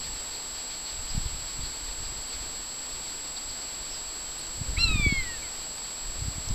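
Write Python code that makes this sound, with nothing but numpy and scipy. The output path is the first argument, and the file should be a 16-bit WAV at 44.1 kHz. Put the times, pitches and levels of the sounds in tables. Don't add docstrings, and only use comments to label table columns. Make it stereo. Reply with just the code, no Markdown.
import sys
import numpy as np
from scipy import signal
from scipy.fft import rfft, irfft, next_fast_len
from scipy.io import wavfile
from scipy.ndimage import uniform_filter1d, map_coordinates

SR = 44100
rng = np.random.default_rng(int(sys.argv[2]) if len(sys.argv) > 2 else 0)


def to_wav(sig):
    pcm = np.clip(np.atleast_2d(sig), -1, 1) * 32767
    pcm = np.round(pcm).astype(np.int16)
    wavfile.write(sys.argv[1], SR, pcm.T)


N = 288414
TIME = np.arange(N) / SR

# time_s, pitch_hz
MEW_CONTOUR = [(4.764, 956), (4.788, 1348), (4.83, 1386), (4.895, 1297), (5.0, 1190), (5.1, 1109),
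               (5.175, 1076), (5.251, 983), (5.355, 910), (5.5, 620)]
SOURCE_HARMONICS = [-12, 0, 0, -14.5]
# frequency_hz, gain_db
THROAT_RESPONSE = [(1150, -14), (1290, 2.5), (1400, -8), (2150, -1), (2235, -0.5), (2295, 7.5),
                   (2380, -2.5), (2760, 0.5), (3000, -16), (3650, -12), (3850, -2), (4130, 2), (4500, 2),
                   (5100, -14), (5520, 5)]
# centre_s, half_width_s, doubling_ratio, roughness_ratio
MEW_RASPS = [(4.784, 0.019, 0.3, 0.37), (4.888, 0.031, 0.03, 0.25), (4.953, 0.015, 0.1, 0.31),
             (5.09, 0.0083, 0, 0.2), (5.136, 0.043, 0.13, 0.07), (5.238, 0.023, 0.34, 0.45),
             (5.45, 0.078, 0.4, 0.45)]
# centre_s, half_width_s, gain_db
LAST_CROAK = (5.46, 0.053, 31)
# start_s, length_s, start_hz, end_hz, level_db
BIRD_CHIPS = [(.335, 0.029, 4680, 3850, -38), (.845, 0.042, 4540, 4200, -36.5),
              (1.09, 0.031, 4700, 5070, -36.5), (1.618, 0.063, 4710, 4100, -38.5),
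              (3.363, .015, 4890, 3510, -32.5), (3.374, 0.016, 4760, 4700, -33),
              (3.48, .04, 4800, 4760, -37), (3.892, 0.093, 5430, 5000, -41)]
# centre_s, level_db, half_width_s
CAMERA_SHAKES = [(.08, -34.5, .06), (1.22, -30, 0.14), (1.62, -30, .055), (2.05, -33.5, 0.11),
                 (2.426, -38, .08), (2.93, -40.5, .03), (3.5, -42, .03), (3.82, -40, 0.032),
                 (4.62, -34, .08), (4.922, -22.5, .16), (5.258, -39, 0.027), (5.567, -40, .06),
                 (6.08, -32, 0.032), (6.238, -26, 0.046), (6.38, -31, 0.028), (6.53, -24, .04)]
# centre_s, level_db, nominal_width_s
MIC_BUMPS = [(1.151, -19, 0.0031), (1.18, -12.5, 0.0038), (1.261, -19, 0.0058), (1.593, -25.5, 0.0031),
             (1.638, -23.5, 0.0056), (4.617, -16.5, 0.0041), (4.782, -14, 0.0066), (4.914, -17, .002),
             (4.949, -12, 0.0051), (4.959, -12, 0.0028), (4.998, -12, 0.0027), (5.065, -11.5, 0.0018),
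             (5.071, -9, .0056), (5.126, -9.5, .0024), (6.225, -19, 0.005), (6.284, -16, 0.0039),
             (6.383, -20, 0.0033), (6.511, -16, 0.0042)]
# frequency_hz, density_db
RUMBLE_SPECTRUM = [(8, 2), (25, 3.5), (60, -2), (120, -17), (250, -30.5), (500, -34), (1200, -64)]
# frequency_hz, density_db
EDDY_SPECTRUM = [(40, 0.5), (130, 1.5), (280, -3.5), (500, -26), (1200, -31), (3000, -90)]
# frequency_hz, level_db, t60_s
CASE_MODES = [(5300, -7.5, 0.024), (6000, 0, .008), (8800, -13, .004)]
# centre_s, half_width_s
WHINE_SQUEAKS = [(2.29, 0.01), (4.396, .01), (5.777, 0.0095)]
# time_s, level_db
BREEZE_LEVEL = [(0, -46), (.85, -47), (1.3, -46), (1.65, -47), (2.2, -48.5), (3.7, -49.5), (4.3, -51.5),
                (6.54, -57)]
# frequency_hz, density_db
LEAF_SPECTRUM = [(500, -25), (1500, -3.5), (2500, -2.5), (4200, -2), (5500, -5.5), (8000, -20)]
# frequency_hz, density_db
HISS_SPECTRUM = [(30, -1), (130, -4.5), (280, -0.5), (450, -2.5), (900, -1.5), (1800, -6), (3300, -6.5),
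                 (5500, -10.5), (6500, -12.5), (8000, -11), (8800, -19.5), (10000, -14.5), (13800, -16.5)]
# centre_hz, half_width_hz, gain_db
PORT_RESONANCE = (4564, 565, 13.03)


def buzzard(level_db=-29, ramp_s=.009, hold_s=0.42, fade_db_per_s=86, dull_db_per_s=83,
            flicker_db=0.87, waver=.0018, jitter=0.029, choke_db=13, closed_db=9, opening_s=0.018):
    pitch = over_time(MEW_CONTOUR)
    age = TIME - MEW_CONTOUR[0][0]
    fading_s = np.maximum(age - hold_s, 0)
    doubling = sum(share * bell(TIME, s, half) for s, half, share, _ in MEW_RASPS)
    rough = sum(share * bell(TIME, s, half) for s, half, _, share in MEW_RASPS)
    effort_db = level_db - fade_db_per_s * fading_s - choke_db * rough
    croak_s, croak_half, croak_db = LAST_CROAK
    bright_db = croak_db * bell(TIME, croak_s, croak_half) - dull_db_per_s * fading_s
    bright_db -= closed_db * bell(age, 0, opening_s)
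    pitch = uniform_filter1d(pitch, size=700) * (1 + waver * wobble(110) + jitter * rough * wobble(600))
    phase = 2 * np.pi * np.cumsum(pitch) / SR
    clear = np.zeros(N)
    for k, db in enumerate(SOURCE_HARMONICS, 1):
        colour_db = k * flicker_db * wobble(70) + (k > 2) * bright_db
        clear += amp(effort_db + db + along(THROAT_RESPONSE, k * pitch) + colour_db) * np.sin(k * phase)
    rasp = clear * (doubling * np.cos(phase / 2) + .5 * rough * wobble(1400))
    voice = clear + filtered(rasp, lambda hz: amp(port_lift(hz)))
    sounding = np.clip(np.minimum(age, MEW_CONTOUR[-1][0] - TIME) / ramp_s, 0, 1)
    return np.sqrt(2) * voice * sounding


def field_scatter(call, level_db=-23, t60_s=1.0, cutoff_hz=3800):
    tail = rng.standard_normal(SR) * amp(-60 * TIME[:SR] / t60_s)
    scattered = signal.fftconvolve(call, tail / np.linalg.norm(tail))[:N]
    return amp(level_db) * filtered(scattered, lambda hz: 1 / (1 + (hz / cutoff_hz) ** 4))


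def small_birds(jitter=0.046):
    chips = np.zeros(N)
    for start_s, length_s, start_hz, end_hz, db in BIRD_CHIPS:
        progress = np.clip((TIME - start_s) / length_s, 0, 1)
        pitch = (start_hz + (end_hz - start_hz) * progress) * (1 + jitter * wobble(900))
        chips += amp(db) * np.sin(np.pi * progress) * np.sin(2 * np.pi * np.cumsum(pitch) / SR)
    return chips


def handling(rumble_db=-5, calm_db=-50, bump_db=-1, lumps_db=2.5, eddy_db=-1, eddy_exponent=1.72):
    shake_db = shaking()
    strength = np.hypot(amp(shake_db + rumble_db), amp(calm_db))
    rumble = noise(lambda hz: along(RUMBLE_SPECTRUM, hz))
    rumble = strength * unit(rumble * amp(lumps_db * wobble(20)))
    eddies = amp(eddy_exponent * shake_db + eddy_db) * noise(lambda hz: along(EDDY_SPECTRUM, hz))
    bumps = sum(amp(db + bump_db) * bump(s, width) for s, db, width in MIC_BUMPS)
    return rumble + eddies + bumps + nudges(shake_db)


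def shaking():
    power = sum(amp(db) ** 2 / np.cosh(np.minimum(np.abs(TIME - s) / half, 20)) ** 2
                for s, db, half in CAMERA_SHAKES)
    return 10 * np.log10(power + 1e-12)


def bump(centre_s, width, core=0.54, spread=2.36, suction=0.43):
    return bell(TIME, centre_s, core * width) - suction * bell(TIME, centre_s, spread * core * width)


def nudges(shake_db, level_db=-1, per_s=30, nominal_width_s=0.0048, scatter_db=1.0):
    occurs = rng.random(N) < per_s / SR
    pushes = occurs * amp(shake_db + level_db + scatter_db * rng.standard_normal(N))
    return signal.fftconvolve(pushes, bump(TIME[N // 2], nominal_width_s), mode="same")


def case_tick(start_s=6.488, level_db=-27):
    age = np.maximum(TIME - start_s, 0)
    return sum(amp(level_db + db - 60 * age / t60) * np.sin(2 * np.pi * hz * age)
               for hz, db, t60 in CASE_MODES)


def whine(level_db=-35.5, pitch_hz=7690, frame_hz=29.294, squeak_hz=330, scatter_hz=300,
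          jitter_rad=.04, flicker_db=0.57, band_hz=7400, half_band_hz=1050):
    since_restart = (TIME + .002) % (1 / frame_hz)
    restart = np.maximum(np.arange(N) - np.round(since_restart * SR).astype(int), 0)
    squeak = sum(bell(TIME, s, half) for s, half in WHINE_SQUEAKS)
    extra_turns = np.cumsum(squeak * (squeak_hz + scatter_hz * wobble(900))) / SR
    turns = pitch_hz * since_restart + extra_turns - extra_turns[restart]
    tone = np.sin(2 * np.pi * turns + jitter_rad * wobble(37)) * amp(flicker_db * wobble(60))
    return amp(level_db) * filtered(tone, lambda hz: 1 / (1 + ((hz - band_hz) / half_band_hz) ** 4))


def leaves(rustle_db=3.0):
    strength = amp(over_time(BREEZE_LEVEL) + rustle_db * wobble(18))
    return strength * noise(lambda hz: along(LEAF_SPECTRUM, hz) + port_lift(hz))


def hiss(level_db=-41.5, drift_db=0.25):
    strength = amp(level_db + drift_db * wobble(4.05))
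    return strength * noise(lambda hz: along(HISS_SPECTRUM, hz) + port_lift(hz))


def port_lift(hz):
    centre_hz, half_width_hz, gain_db = PORT_RESONANCE
    return gain_db / (1 + ((hz - centre_hz) / half_width_hz) ** 2)


def amp(db):
    return 10 ** (np.asarray(db) / 20)


def unit(x):
    return x / np.sqrt(np.mean(x ** 2) + 1e-20)


def bell(x, centre, half_width):
    return np.exp(-((x - centre) / half_width) ** 2)


def along(points, hz):
    frequencies, values = np.transpose(points)
    return np.interp(np.log(hz + 1), np.log(frequencies), values)


def over_time(points):
    return np.interp(TIME, *np.transpose(points))


def wobble(knots_per_s):
    knots = rng.standard_normal(int(N * knots_per_s / SR) + 4)
    return map_coordinates(knots, [TIME * knots_per_s])


def filtered(x, response):
    size = next_fast_len(N + SR // 2)
    return irfft(rfft(x, size) * response(np.fft.rfftfreq(size, 1 / SR)), size)[:N]


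def noise(colour_db):
    return unit(filtered(rng.standard_normal(N), lambda hz: amp(colour_db(hz))))


def scene():
    call = buzzard()
    mono = call + field_scatter(call) + small_birds() + handling() + case_tick()
    mono = mono + hiss() + leaves() + whine()
    return np.array([mono, mono])


def record(dry, top_hz=13950):
    return np.array([filtered(channel, lambda hz: hz < top_hz) for channel in dry])


dry = scene()
out = record(dry)
to_wav(out)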